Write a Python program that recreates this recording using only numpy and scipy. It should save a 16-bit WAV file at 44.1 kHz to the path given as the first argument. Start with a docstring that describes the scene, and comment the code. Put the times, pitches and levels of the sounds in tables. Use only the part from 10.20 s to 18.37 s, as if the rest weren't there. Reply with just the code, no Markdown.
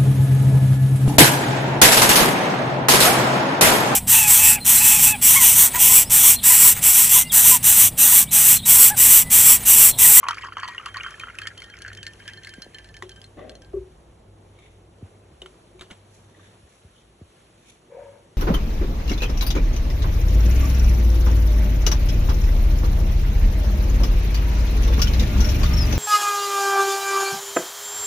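"""Water pours from a bottle onto ice balls in a glass mug, close to a phone: air pockets plop as damped sines
over noise splashes and a crowd of small bubbles, pitched up as the air column shortens. Ice cracks in patchy
noise on the wall, whose ringing modes sink as it fills. Then the bottle is set down on a wooden table, plastic
clicks, something drags farther off to the left, a hand shifts on the case and cloth and skin brush near it.
The quiet room behind is filtered noise, with a hum near 98 Hz."""
import sys
import numpy as np
from scipy import signal
from scipy.fft import rfft, irfft, next_fast_len
from scipy.io import wavfile
from scipy.ndimage import uniform_filter1d, map_coordinates

SR = 44100
rng = np.random.default_rng(int(sys.argv[2]) if len(sys.argv) > 2 else 0)


def inscribe(sig):
    """Save sig as 16-bit PCM at rate SR to the path in sys.argv[1].

    A 1-D sig is mono; a 2-D sig holds one channel per row.
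    Samples are clipped to [-1, 1] before scaling.
    """
    pcm = np.round(np.clip(np.atleast_2d(sig).T, -1, 1) * 32767)
    wavfile.write(sys.argv[1], SR, pcm.astype(np.int16))


N = 360297

# Levels in dB are relative within each layer unless a comment says more.
# Large air pockets in the mug. Each row: start in seconds, level in dB, pitch in Hz, ringing time in seconds.
PLOPS = [(0.0298, -18, 1110, 0.073), (0.0403, -16.5, 1118, 0.057), (0.051, -37, 1130, 0.074),
         (0.066, -22, 1100, 0.044), (0.0858, -7.5, 1130, 0.028), (0.098, -29, 1420, 0.029),
         (0.108, -11.5, 1280, 0.021), (0.13, -20.5, 1220, .024), (0.171, -26.5, 1310, 0.013),
         (0.182, -21, 2250, 0.011), (0.225, -29, 2070, 0.016), (0.234, -25, 2700, 0.017),
         (0.245, -26, 1050, 0.0058), (0.285, -26, 1100, 0.012), (0.322, -24.5, 1350, 0.03),
         (0.355, -39, 1510, .017), (0.369, -14, 1260, 0.01), (0.385, -33, 1600, 0.017),
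         (0.393, -24, 1580, 0.016), (0.402, -32, 1130, .025), (0.423, -27, 1690, 0.018),
         (0.432, -14.5, 1130, 0.0093), (0.445, -25.5, 1006, 0.1), (0.454, -26, 1210, 0.015),
         (0.476, -27, 1930, 0.021), (0.485, -25, 979, 0.089), (0.547, -29, 1890, 0.05),
         (0.58, -17.5, 2844, 0.03), (0.597, -28.5, 1270, 0.028), (0.631, -32, 1340, 0.029),
         (0.662, -17, 1265, 0.0066), (0.745, -20.5, 1500, 0.019), (0.759, -23.5, 1790, .03),
         (0.768, -22.5, 1080, 0.052), (0.784, -30, 1480, 0.022), (0.799, -27, 1400, 0.016),
         (0.808, -21.5, 2810, 0.033), (0.834, -25.5, 2170, .016), (0.846, -25, 1300, 0.033),
         (0.863, -18.5, 1510, 0.012), (0.882, -32, 1500, 0.022), (0.942, -29, 1760, 0.038),
         (0.981, -34, 1190, .02), (0.999, -25, 2430, 0.014), (1.011, -35, 1430, 0.016),
         (1.035, -18.5, 1390, 0.0063), (1.071, -27.5, 1330, 0.025), (1.083, -26, 1400, 0.024),
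         (1.099, -25.5, 1420, 0.0088), (1.145, -33, 1500, 0.041), (1.186, -21, 2610, 0.04),
         (1.218, -24.5, 1654, 0.039), (1.254, -28, 1550, .024), (1.262, -30, 2160, 0.017),
         (1.272, -20.5, 1797, 0.038), (1.304, -34, 1840, 0.022), (1.374, -36, 2870, 0.026),
         (1.419, -29.5, 2100, 0.0086), (1.538, -32, 2280, 0.034), (1.605, -36, 1640, .024),
         (1.648, -23.5, 1650, .022), (1.662, -25.5, 1580, 0.03), (1.682, -25, 1600, 0.021),
         (1.716, -30, 1470, .024), (1.768, -36, 1800, 0.018), (1.786, -32.5, 1780, 0.019),
         (1.872, -32, 1690, 0.028), (2.001, -39.5, 1640, .022), (2.081, -29, 1714, 0.051),
         (2.27, -25.5, 2050, 0.0083), (2.335, -37, 2110, .02), (2.583, -40, 2030, .025)]
# Bubbles bursting at the surface. Each row: start in seconds, level in dB, starting Hz, t60 in seconds.
BLIPS = [(0.071, -25, 2380, 0.035), (0.8, -23.5, 2240, 0.041), (2.083, -29.5, 1597, 0.054),
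         (2.112, -38, 1840, 0.04)]
# Splash colour in the empty and in the full mug. Each row: frequency in Hz, density in dB per Hz.
SPLASH_EMPTY = [(600, -42), (950, -1), (1500, 12.5), (2200, -19), (3100, 16), (3600, -43), (6000, -11),
                (12000, -39)]
SPLASH_FULL = [(900, -38), (1500, -1), (2200, 7), (3100, -11), (3600, -29), (6000, -14), (12000, -57)]
# Flow of the stream. Each row: time in seconds, level in dB.
FLOW = [(0.0, -46), (0.5, -46.5), (0.85, -45.5), (1.3, -56), (1.7, -49), (1.9, -57.5), (2.1, -48),
        (2.3, -51.5), (2.42, -59), (2.7, -56.5)]
# Ice on the wall. Each row: start in seconds, crack, low pair, middle ring and high ring levels in dB.
CLINKS = [(0.0386, -34.5, -59, -60, -65), (0.085, -12.5, -38, -46, -39), (0.1094, -28.5, -55, -55, -49),
          (0.1441, -33.5, -60, -59, -52), (0.1796, -39, -49, -60, -52), (0.2208, -38.5, -42.5, -59, -60),
          (0.369, -52, -49, -48, -50), (0.382, -41, -48, -46, -47), (0.399, -33.5, -55, -55, -46),
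          (0.4302, -37.5, -35.5, -47, -43), (0.4431, -36, -46, -55, -40), (0.4787, -29, -40, -58, -44),
          (0.4847, -31, -37.5, -52, -57), (0.547, -39, -47, -46, -63), (0.5797, -44, -50, -55, -52),
          (0.659, -27, -46, -43.5, -43.5), (0.742, -35, -43, -45, -54), (0.7694, -32.5, -38, -42, -40),
          (0.833, -33, -40, -35.5, -57), (0.9068, -36.5, -64, -50, -55), (0.9962, -30.5, -50, -44, -48),
          (1.0103, -39, -47, -42, -48), (1.153, -43, -46, -63, -67), (1.1866, -27.5, -39, -48, -61),
          (1.217, -31, -55, -41, -42), (1.2336, -43, -39, -57, -63), (1.2527, -49, -53, -54, -58),
          (1.2706, -19.5, -45, -53, -45), (1.377, -34, -49, -41.5, -51), (1.402, -36, -51, -53, -53),
          (1.4195, -34, -52, -37.5, -43), (1.441, -35, -39, -66, -53), (1.5, -42, -49, -43.5, -46.5),
          (1.5682, -39.5, -51, -67, -67), (1.588, -36, -55, -62, -57), (1.6196, -26, -42.5, -61, -64),
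          (1.662, -41, -50, -55, -61), (1.6798, -35, -60, -50, -39.5), (1.7304, -35, -43, -48, -55),
          (1.7493, -34, -53, -65, -54), (1.7728, -37, -48, -39, -61), (1.8297, -26.5, -38.5, -71, -56),
          (1.8662, -26, -38, -47, -34.5), (1.934, -41, -58, -64, -62), (2.0003, -55, -44, -50.5, -66),
          (2.0542, -47, -46, -50, -60), (2.078, -26.5, -44, -46, -46), (2.0975, -40, -46, -48, -60),
          (2.1341, -36, -44.5, -42.5, -45), (2.174, -47, -45.5, -63, -47), (2.234, -34, -50, -46, -52),
          (2.2472, -33, -42, -58, -43), (2.2717, -34, -45, -57, -52), (2.292, -34, -41, -44, -47),
          (2.338, -35, -42, -51, -52), (2.39, -53, -58, -64, -64), (2.4197, -27.5, -46, -46, -35),
          (2.5453, -39, -40.5, -47, -40), (2.5849, -35.5, -44.5, -55, -50), (2.644, -38, -52, -69, -49),
          (2.6883, -45, -51.5, -62, -52), (2.742, -39.5, -50.5, -48.5, -61), (2.767, -34, -49, -51, -52),
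          (2.8931, -31, -52, -55.5, -46), (2.9163, -41, -63, -51.5, -56), (2.9605, -42.5, -53, -49, -62),
          (3.0159, -37.5, -57, -61, -58), (3.0413, -36, -57, -67, -46), (3.2945, -33.5, -53.5, -60, -46),
          (3.3526, -39, -65, -63, -51), (3.4196, -42, -57, -56, -69), (3.447, -48, -58, -71, -68)]
# Wall modes of the mug. Each row: Hz when pouring starts, Hz when full, level in dB, t60 in seconds.
LOW_RING = [(1930, 1755, -4, 0.19), (1721, 1590, -5.5, 0.24)]
MIDDLE_RING = [(3150, 3105, 0.005, 0.23)]
HIGH_RING = [(4570, 4200, 2, 0.049), (6400, 5300, -4.5, 0.014)]
# The ice drifts round the wall and favours one of the low pair.
# Each row: time in seconds, extra level of the second over the first in dB.
PAIR_LEAN = [(0, -15), (1.1, -7.5), (1.4, 1), (1.48, -8), (1.62, 2), (1.78, -6), (1.83, 1), (1.87, -9),
             (2.03, 9), (2.2, -3), (2.35, 5), (2.56, -5), (2.8, -3), (2.96, 4), (3.45, 11)]
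# Crack of ice, also the colour of the spray. Each row: frequency in Hz, density in dB per Hz.
TICK = [(600, -32), (1050, -35), (1600, -7), (2400, -7), (3200, 1), (3700, -9.5), (4400, -4.5),
        (5000, -3.5), (6200, -10), (8000, -12.5), (10500, -11.5), (11800, -24), (15500, -77)]
# Plastic near the phone. Each row: start in seconds, level in dB, first Hz, second Hz,
# second level in dB, crack level in dB, t60 in seconds.
CLICKS = [(2.823, -20, 1930, 1100, -4.5, -8, 0.016), (3.17, -47, 1770, 330, 2, -2, 0.02),
          (3.192, -38.5, 1150, 1820, -7, -11, 0.047), (3.534, -48, 1210, 670, 15.5, -13, .022),
          (4.388, -45, 2260, 1250, -5, -2, 0.026), (5.2183, -24, 2970, 3640, -7.5, -11, 0.019),
          (5.26, -28, 1360, 3090, -1, -9.5, 0.0093), (5.593, -46.5, 2310, 3750, -3, 7.5, 0.056),
          (5.61, -31, 3650, 1530, -11, 1, 0.019), (5.62, -32.5, 1330, 2900, -5, -9, 0.012),
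          (5.703, -41, 2920, 1490, 0, -7, 0.024), (5.708, -36.5, 3670, 1040, -5, 1.5, 0.01),
          (5.712, -32.5, 2220, 2980, -3, -2.5, 0.018), (6.148, -47, 1930, 1200, -9, -14, 0.028),
          (6.195, -47, 1540, 1180, 3.5, -15, 0.024)]
# Colour of a plastic snap. Each row: frequency in Hz, density in dB per Hz.
SNAP = [(410, -2.5), (700, -1), (1980, -6.5), (2180, -4.5), (2500, -8), (3040, -1), (4830, -13.5),
        (6020, -13.5), (10600, -13.5), (11600, -27), (13000, -63)]
# Blows on the table. Each row: start in seconds, level in dB, second mode in dB, upper modes in dB,
# share of the free ringing time.
KNOCKS = [(2.828, -34, -8, 5, 0.76), (3.167, -39, -12, -7, 0.73), (3.538, -24, 1, 3, 0.95),
          (3.568, -32, 7.5, 14, 0.31), (5.218, -41, -8, 13, 1), (5.545, -39.5, -20, -6, 0.56),
          (5.611, -37, -20, -4, 0.33)]
# Modes of the table top. Each row: frequency in Hz, level in dB, free t60 in seconds.
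TABLE_MODES = [(368.3, 7, 0.35), (391, 12, 0.24), (528, -11, 0.13), (570, -11.5, 0.16),
               (1130, -15.5, 0.071)]
# Fingers on the case. Each row: start in seconds, level in dB, final Hz, pitch drop scale in Hz,
# decay scale in seconds.
THUMPS = [(2.381, -28, 127, 373, 0.046), (2.463, -31, 119, 770, 0.033), (3.168, -34, 276, 150, 0.055),
          (4.824, -30.5, 87.7, 440, 0.15), (5.13, -48, 73, 149, 0.23), (5.709, -38.5, 198, 200, 0.066),
          (6.43, -44, 65, 180, 0.14), (6.647, -39.5, 70, 216, 0.13), (7.012, -34.5, 78.6, 614, 0.13)]
# Steady rubbing, one list for each drag. Each row: time in seconds, level in dB.
DRAGS = [
    [(3.172, -51), (3.19, -39.5), (3.258, -44), (3.34, -48.5), (3.4, -58), (3.47, -65)],
    [(7.69, -66), (7.72, -49.5), (7.85, -45), (7.9, -49), (7.98, -51.5), (8.02, -58), (8.09, -63)],
]
# Low and upper resonances, one list for each drag. Each row: frequency in Hz, width in Hz, level in dB.
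DRAG_LOW = [
    [(200, 80, -3.5), (330, 220, -3.5), (595, 123, 3), (770, 127, -7)],
    [(476, 21, -6.5), (560.5, 15, 1), (730, 39, -24)],
]
DRAG_HIGH = [
    [(1100, 87, -1.5), (1970, 110, -0.5), (2620, 140, -9), (3500, 600, -16)],
    [(924, 72, 5), (1640, 250, -6.5), (2300, 260, -8.5)],
]
# The second drag catches and lets go. Each row: start in seconds, level in dB, Hz, t60 in seconds.
JOLTS = [(7.70, -46, 472, 0.15), (7.722, -35, 510, 0.071), (7.747, -32.5, 502, .05),
         (7.768, -28, 530, 0.066), (7.778, -38.5, 720, 0.074), (7.79, -28, 556, 0.057),
         (7.806, -31, 558, .05), (7.818, -31, 558, 0.12), (7.843, -37.5, 570, 0.13)]
# Cloth and skin. Each row: peak in seconds, level in dB, bright part in dB over the dull,
# rise and fade in seconds over 20 dB, lower resonance in Hz.
RUSTLE = [(4.43, -56.5, -10, 0.11, 0.15, 2180), (5.95, -77.5, 16.5, 0.09, 0.17, 2400),
          (6.25, -57, -6, 0.25, 0.12, 1720), (6.5, -70, 6.5, 0.039, 0.24, 2400),
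          (6.78, -59.5, -7, 0.07, 0.11, 3050), (7.5, -55.5, 0.5, 0.12, 0.086, 2400)]
# Room layers over time. Each row: time in seconds, level in dB.
RUMBLE = [(0, -65.5), (1.2, -62.5), (1.7, -61), (2.55, -63), (3.45, -58.5), (3.57, -53), (3.85, -60.5),
          (4.9, -62), (5.4, -68.5), (6.3, -73), (7.0, -70.5), (8.17, -73)]
HUM = [(0, -58.5), (0.3, -53.5), (3.45, -54.5), (3.57, -46), (3.8, -55), (5.1, -55), (5.2, -67),
       (5.45, -63), (6.0, -54.5), (6.4, -56.5), (6.5, -76), (7.15, -66), (7.3, -63), (7.7, -72.5),
       (7.9, -61), (8.17, -69)]
MURMUR = [(0, -56.5), (3.3, -55.5), (5.0, -56.5), (6.3, -57), (6.55, -61), (7.8, -58.5), (8.17, -57.5)]
TREBLE = [(0, -73), (0.4, -74), (0.85, -68.5), (1.6, -74), (2.8, -72.5), (4.5, -78.5), (5.1, -74),
          (6.0, -74), (7.3, -74.5), (8.17, -75)]
# Colour of the room air, left-right sum and difference. Each row: frequency in Hz, density in dB per Hz.
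AIR_SUM = [(65, -28), (110, -4.5), (244, -7.5), (281, -12), (330, -4.5), (600, -12), (800, -16.5),
           (1500, -25.5), (3150, -29.5), (4400, -34.5), (4900, -45), (5350, -35.5), (6100, -32),
           (8050, -36.5), (9000, -61.5), (10600, -28.5), (11500, -43.5), (13000, -90)]
AIR_DIFF = [(40, -20), (270, -12.5), (620, -7), (1400, -17), (1800, -26.5), (3300, -21.5), (5300, -27.5),
            (6000, -45), (6900, -31), (8200, -21), (10600, -20), (11400, -36), (12500, -73)]
# Near sounds at the two microphone ports. Each row: frequency in Hz, left-right difference over sum in dB.
PORTS = [(60, -32), (330, -6.5), (770, 4), (1170, -18), (1790, -27), (2740, -2.5), (4200, -4), (5000, 12),
         (6100, -14), (7800, -4.5), (9000, 21.5), (10500, -1), (15000, -4)]

FULL_S = 2.5  # the mug is full
COLUMN_HZ = (903, 1666)  # air column above the water: when pouring starts, when full
SPLASH_DB, SPLASH_T60_S = -12.5, 0.028  # relative to the plop
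POP_DB, POP_T60_S = 15.5, 0.0072  # a plop starts with a few strong cycles
BLIP_RISE = 0.6  # share by which the pitch climbs over one t60
SPRAY_DB = -13.5  # relative to the flow
SINGING_DB = (20, 38, 13, 26)  # steady first low, second low, middle and high ring: dB under the flow
DRAG_UPPER_DB, DRAG_ROUGH_DB = (-10.5, -9), (1, 2)  # one value for each drag
DULLING_DB_PER_S = (33, 2)  # the upper resonances of a drag fade sooner, for up to 1 s
ECHO_DB, ECHO_T60_S = -15.5, 0.076  # table top and nearby things answer the near sounds
TOP_HZ = 16000  # band limit of the phone


def pour():
    """Large air pockets plop and splash; small bubbles crowd after them, in and above the air column's pitch."""
    s, db, hz, t60 = np.transpose(PLOPS)
    fill = np.clip(np.arange(N) / SR / FULL_S, 0, 1)
    empty = patchy(lambda f: amp(along(SPLASH_EMPTY, f)), patchy_db=2.5)
    full = patchy(lambda f: amp(along(SPLASH_FULL, f)), patchy_db=2.5)
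    splash = swells(s, db + SPLASH_DB, SPLASH_T60_S, attack=0.001)
    splash = splash * (np.sqrt(1 - fill) * empty + np.sqrt(fill) * full)
    pops = rings(s, hz, db + POP_DB, POP_T60_S, attack=0.0018, size=600, order=2)
    tails = rings(s, hz, db - 5.5, t60 + 0.00093, rise=0.02, attack=0.0018, size=2048)
    # each plop stirs up small bubbles after it
    stirred = swells(s, db - 23, 0.08, attack=0.0021)

    s, db, hz, t60 = np.transpose(BLIPS)
    blips = rings(s, hz, db, t60, rise=BLIP_RISE, attack=0.0028)

    when, which, size, life = rng.random((1700, 4)).T
    s = when * FLOW[-1][0]
    column_hz = np.interp(s, [0, FULL_S], COLUMN_HZ)
    # most bubbles are drawn out by the column, so pitches gather near it
    pitch = column_hz + (3200 - column_hz) * which ** 1.45
    bubble_db = -2.6 * np.log(size + 0.01) - 4 * which
    small = rings(s, pitch, bubble_db, (10 + 28 * life) / pitch, rise=0.015, size=900)
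    flow = amp(curves(FLOW, outside=-120)[0] + 4.3 * wobble(30.84))
    bubbles = (flow * amp(-10) + stirred) * unit(small)

    # droplets tick unevenly
    droplets = amp(5 * wobble(160)) * patchy(lambda f: amp(along(TICK, f)), patchy_db=5)
    spray = flow * amp(SPRAY_DB) * unit(droplets)
    return pops + tails + splash + blips + bubbles + spray


def clinks():
    """Ice cracks on the wall and rebounds faintly; the glass rings lower the more water loads it."""
    s, db, low_db, middle_db, high_db = np.transpose(CLINKS)
    lean_db = np.interp(s, *np.transpose(PAIR_LEAN)) / 2
    fill = np.clip(s / FULL_S, 0, 1)
    flow_db, = curves(FLOW, outside=-120)

    late, weaker = rng.random((len(s), 2)).T
    crack = swells(s, db + 6.5, 0.01, attack=0.0014)
    crack += swells(s, db - 14.5, 0.054, attack=0.0046)
    crack += swells(s + 0.0095 + 0.0174 * late, db - 5.0 - 12 * weaker, 0.0071, attack=0.00051)  # rebound
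    # no two cracks have the same colour
    glass = crack * patchy(lambda f: amp(along(TICK, f)), patchy_db=4.0)

    walls = (LOW_RING[:1], LOW_RING[1:], MIDDLE_RING, HIGH_RING)
    strengths = (low_db - lean_db, low_db + lean_db, middle_db, high_db)
    for wall, strength, under_db in zip(walls, strengths, SINGING_DB):
        for start_hz, full_hz, level, t60 in wall:
            scatter, detune = rng.standard_normal((len(s), 2)).T
            hz = (start_hz + (full_hz - start_hz) * fill) * (1 + 0.0023 * detune)
            hit_db = strength + level + 1.3 * scatter
            ring = rings(s, hz, hit_db, t60, attack=0.00043, size=min(5000, round(t60 * SR)))
            # the stream keeps the mode sounding
            sinking_hz = np.interp(np.arange(N) / SR, [0, FULL_S], [start_hz, full_hz])
            turns = np.cumsum(sinking_hz) / SR
            ring += amp(flow_db + level - under_db) * wobble(45) * np.sin(2 * np.pi * turns)
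            # sloshing water makes each mode waver
            glass += ring * amp(3.7 * wobble(60))
    return glass


def plastic():
    """Short snaps with two brief pitches, and a noise puff that fades after them."""
    s, db, hz, second_hz, second_db, crack_db, t60 = np.transpose(CLICKS)
    puffs = swells(s, db + crack_db, 0.019, attack=0.0011)
    puffs += swells(s, db + crack_db - 16.5, 0.16, attack=0.0053)
    snap = puffs * patchy(lambda f: amp(along(SNAP, f)), patchy_db=2.5)
    first = rings(s, hz, db, t60, size=1500)
    second = rings(s, second_hz, db + second_db, t60, size=1500)
    return snap + first + second


def table():
    """A soft blow rings the table top; two close modes beat."""
    s, db, second_db, upper_db, free = np.transpose(KNOCKS)
    out = np.zeros(N)
    for k, (hz, level, t60) in enumerate(TABLE_MODES):
        mode_db = db + level - 7.5 + second_db * (k == 1) + upper_db * (k > 1)
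        out += rings(s, hz, mode_db, t60 * free, attack=0.0074, size=12000)
    return out


def thumps():
    """Fingers shift on the case: a push whose pitch drops fast."""
    out, t = np.zeros(N + SR), np.arange(4096) / SR
    for s, db, hz, drop_hz, decay in THUMPS:
        # the pitch starts about 1.3 times drop_hz above its final value
        turns = hz * t + drop_hz * 0.0043 * (1 - np.exp(-t / 0.0033))
        # 60 dB down after 0.61 of the decay scale
        gain = amp(db + 2 - 60 * (t / (0.61 * decay)) ** 1.5) * (1 - np.exp(-t / 0.0052))
        out[round(s * SR):][:len(t)] += gain * np.sin(2 * np.pi * turns)
    return out[:N]


def drags():
    """Uneven slips shake a hollow wooden thing farther off, to the left: rough noise through resonances."""
    s, db, hz, t60 = np.transpose(JOLTS)
    out = np.zeros((2, N)) + rings(s, hz, db, t60, attack=0.0024)
    settings = zip(DRAGS, DRAG_UPPER_DB, DRAG_ROUGH_DB, DULLING_DB_PER_S, DRAG_LOW, DRAG_HIGH)
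    for level, upper_db, rough_db, dulling, low, high in settings:
        # the two sides share part of the noise
        common, *own = amp(rough_db * wobble(120)) * rng.standard_normal((3, N))
        slips = filtered(common + 0.68 * np.array(own), lambda f: 1 / (1 + (f / 6500) ** 4))
        elapsed = np.clip(np.arange(N) / SR - level[0][0], 0, 1)
        upper = amp(upper_db - dulling * elapsed) * unit(filtered(slips, modes(high)))
        lower = unit(filtered(slips, modes(low)))
        out += amp(curves(level, outside=-120)[0]) * (lower + upper)
    return out * amp([[1.8], [-1.8]])


def rustle():
    """Cloth and skin brush near the phone in small uneven scuffs of noise, some dull, some bright."""
    scuffs = amp(2.5 * wobble(150)) * rng.standard_normal((2, N))
    bright = unit(filtered(scuffs, lambda f: amp(along(AIR_SUM, f)) * (f > 4000)))
    out = np.zeros((2, N))
    for s, db, bright_db, rise, fade, hz in RUSTLE:
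        cloth = modes([(hz, 300, 0), (3620, 300, -1.5)])
        dull = unit(filtered(scuffs, lambda f: cloth(f) / (1 + (f / 6000) ** 4)))
        out += ramps(s, db, rise, fade) * (dull + amp(bright_db) * bright)
    return out


def room():
    """Rumble and a wavering hum in the middle; murmur and hiss wider, dull below and airy above."""
    rumble_db, hum_db, murmur_db, treble_db = (curves(rows)[0] for rows in (RUMBLE, HUM, MURMUR, TREBLE))
    rumble = noise(modes([(55.2, 7.4, 1), (173.7, 9.6, -13.5)]))
    rumble = amp(rumble_db + 7.0 + 1.5 * wobble(8.2)) * rumble
    tone = np.sin(2 * np.pi * 98 * np.arange(N) / SR + 0.42 * wobble(11))
    hum = amp(hum_db) * unit(tone + 0.57 * noise(modes([(98.5, 4.4, 0)])))

    # first row is the left-right sum, second the difference
    white = np.array([patchy(np.ones_like, patchy_db=1.54), patchy(np.ones_like, patchy_db=1.4)])
    colour = lambda f: amp([along(AIR_SUM, f), along(AIR_DIFF, f) - 8])
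    dull_share = lambda f: 1 / (1 + (f / 1200) ** 4)
    dull = filtered(white, lambda f: colour(f) * dull_share(f))
    airy = filtered(white, lambda f: colour(f) * (1 - dull_share(f)))
    dull = amp(murmur_db + 0.53 * wobble(5.7)) * dull / np.std(dull[0])
    airy = amp(treble_db + 10 + 1.5 * wobble(7)) * airy / np.std(airy[0])
    mid, side = dull + airy
    return rumble + hum + np.array([mid + side, mid - side])


def echoes(x):
    """Short dull reflections, different at each port: decaying smoothed noise as impulse responses."""
    t = np.arange(4096) / SR
    tail = uniform_filter1d(rng.standard_normal((2, len(t))), size=3)
    tail = tail * amp(-60 * t / ECHO_T60_S) * (t > .002)
    return amp(ECHO_DB) * signal.fftconvolve(x[None], tail / np.linalg.norm(tail[0]), axes=1)[:, :N]


def amp(db):
    """Linear gain of a level in dB."""
    return 10 ** (np.asarray(db) / 20)


def unit(x):
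    """x scaled to rms 1."""
    return x / np.sqrt(np.mean(x ** 2) + 1e-20)


def along(points, hz):
    """(Hz, value) points joined on a log frequency axis."""
    f, v = np.transpose(points)
    return np.interp(np.log(hz + 1), np.log(f + 1), v)


def curves(rows, outside=None):
    """One value per sample for each column after the time."""
    s, *cols = np.transpose(rows)
    return [np.interp(np.arange(N) / SR, s, c, outside, outside) for c in cols]


def filtered(x, response):
    """x through a complex response of frequency."""
    m = next_fast_len(N + SR // 2)
    return irfft(rfft(x, m) * response(np.fft.rfftfreq(m, 1 / SR)), m)[..., :N]


def noise(response):
    """Coloured noise of rms 1."""
    return unit(filtered(rng.standard_normal(N), response))


def patchy(response, patchy_db):
    """Coloured noise of rms 1 whose colour changes from moment to moment."""
    z = signal.stft(rng.standard_normal(N + 512), nperseg=256)[2]
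    field = uniform_filter1d(rng.standard_normal(z.shape), size=4, axis=0)
    field = uniform_filter1d(field, size=5, axis=1)
    patches = signal.istft(z * amp(patchy_db * unit(field)), nperseg=256)[1][:N]
    return unit(filtered(patches, response))


def modes(table):
    """Response of (Hz, width in Hz, dB) resonances, summed with alternating sign."""
    def response(f):
        return sum((-1) ** k * amp(db) * 1j * f * w / (c * c - f * f + 1j * f * w)
                   for k, (c, w, db) in enumerate(table))
    return response


def wobble(rate):
    """A smooth random curve, rate knots a second."""
    return map_coordinates(rng.standard_normal(int(N * rate / SR) + 4), [np.arange(N) * rate / SR])


def rings(s, hz, db, t60, rise=0., attack=0.0007, size=4096, order=1):
    """Damped sines from times s; rise = pitch climb over one t60; a higher order starts more softly."""
    s, hz, db, t60 = (np.broadcast_to(v, np.shape(s))[:, None] for v in (s, hz, db, t60))
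    t = np.arange(size) / SR
    envelope = amp(db - 60 * t / t60) * (1 - np.exp(-t / attack)) ** order
    wave = envelope * np.sin(2 * np.pi * hz * t * (1 + rise * t / t60 / 2))
    at = np.round(s * SR).astype(int) + np.arange(size)
    return np.bincount(at.ravel(), wave.ravel(), N + size)[:N]


def swells(s, db, t60, attack):
    """An envelope that rises quickly at times s and dies."""
    starts = np.bincount(np.round(s * SR).astype(int), amp(db), N)[:N]
    t = np.arange(8192) / SR
    return signal.fftconvolve(starts, amp(-60 * t / t60) * (1 - np.exp(-t / attack)))[:N]


def ramps(s, db, attack, release):
    """Gain that climbs 20 dB over attack up to time s and falls 20 dB over release."""
    t = np.arange(N) / SR - s
    return amp(db + 20 * np.minimum(np.minimum(t / attack, 0), -t / release))


def scene():
    """The mug and plastic close to the ports, the table and drag to the left, the room behind."""
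    near = pour() + clinks() + plastic()
    # the two ports hear a near source at shifted phases
    turn = lambda f: np.arctan(amp(along(PORTS, f)))
    ports = filtered(near, lambda f: np.exp(1j * np.array([-turn(f), turn(f)])))
    wood = table() * amp([[1.5], [-1.5]])
    return ports + echoes(near) + wood + thumps() + drags() + rustle() + room()


def record(dry):
    """The microphones fade above 11 kHz and the phone keeps nothing above its band limit."""
    return filtered(dry, lambda hz: (hz < TOP_HZ) / np.sqrt(1 + (hz / 11800) ** 9))


dry = scene()
out = record(dry)
inscribe(out)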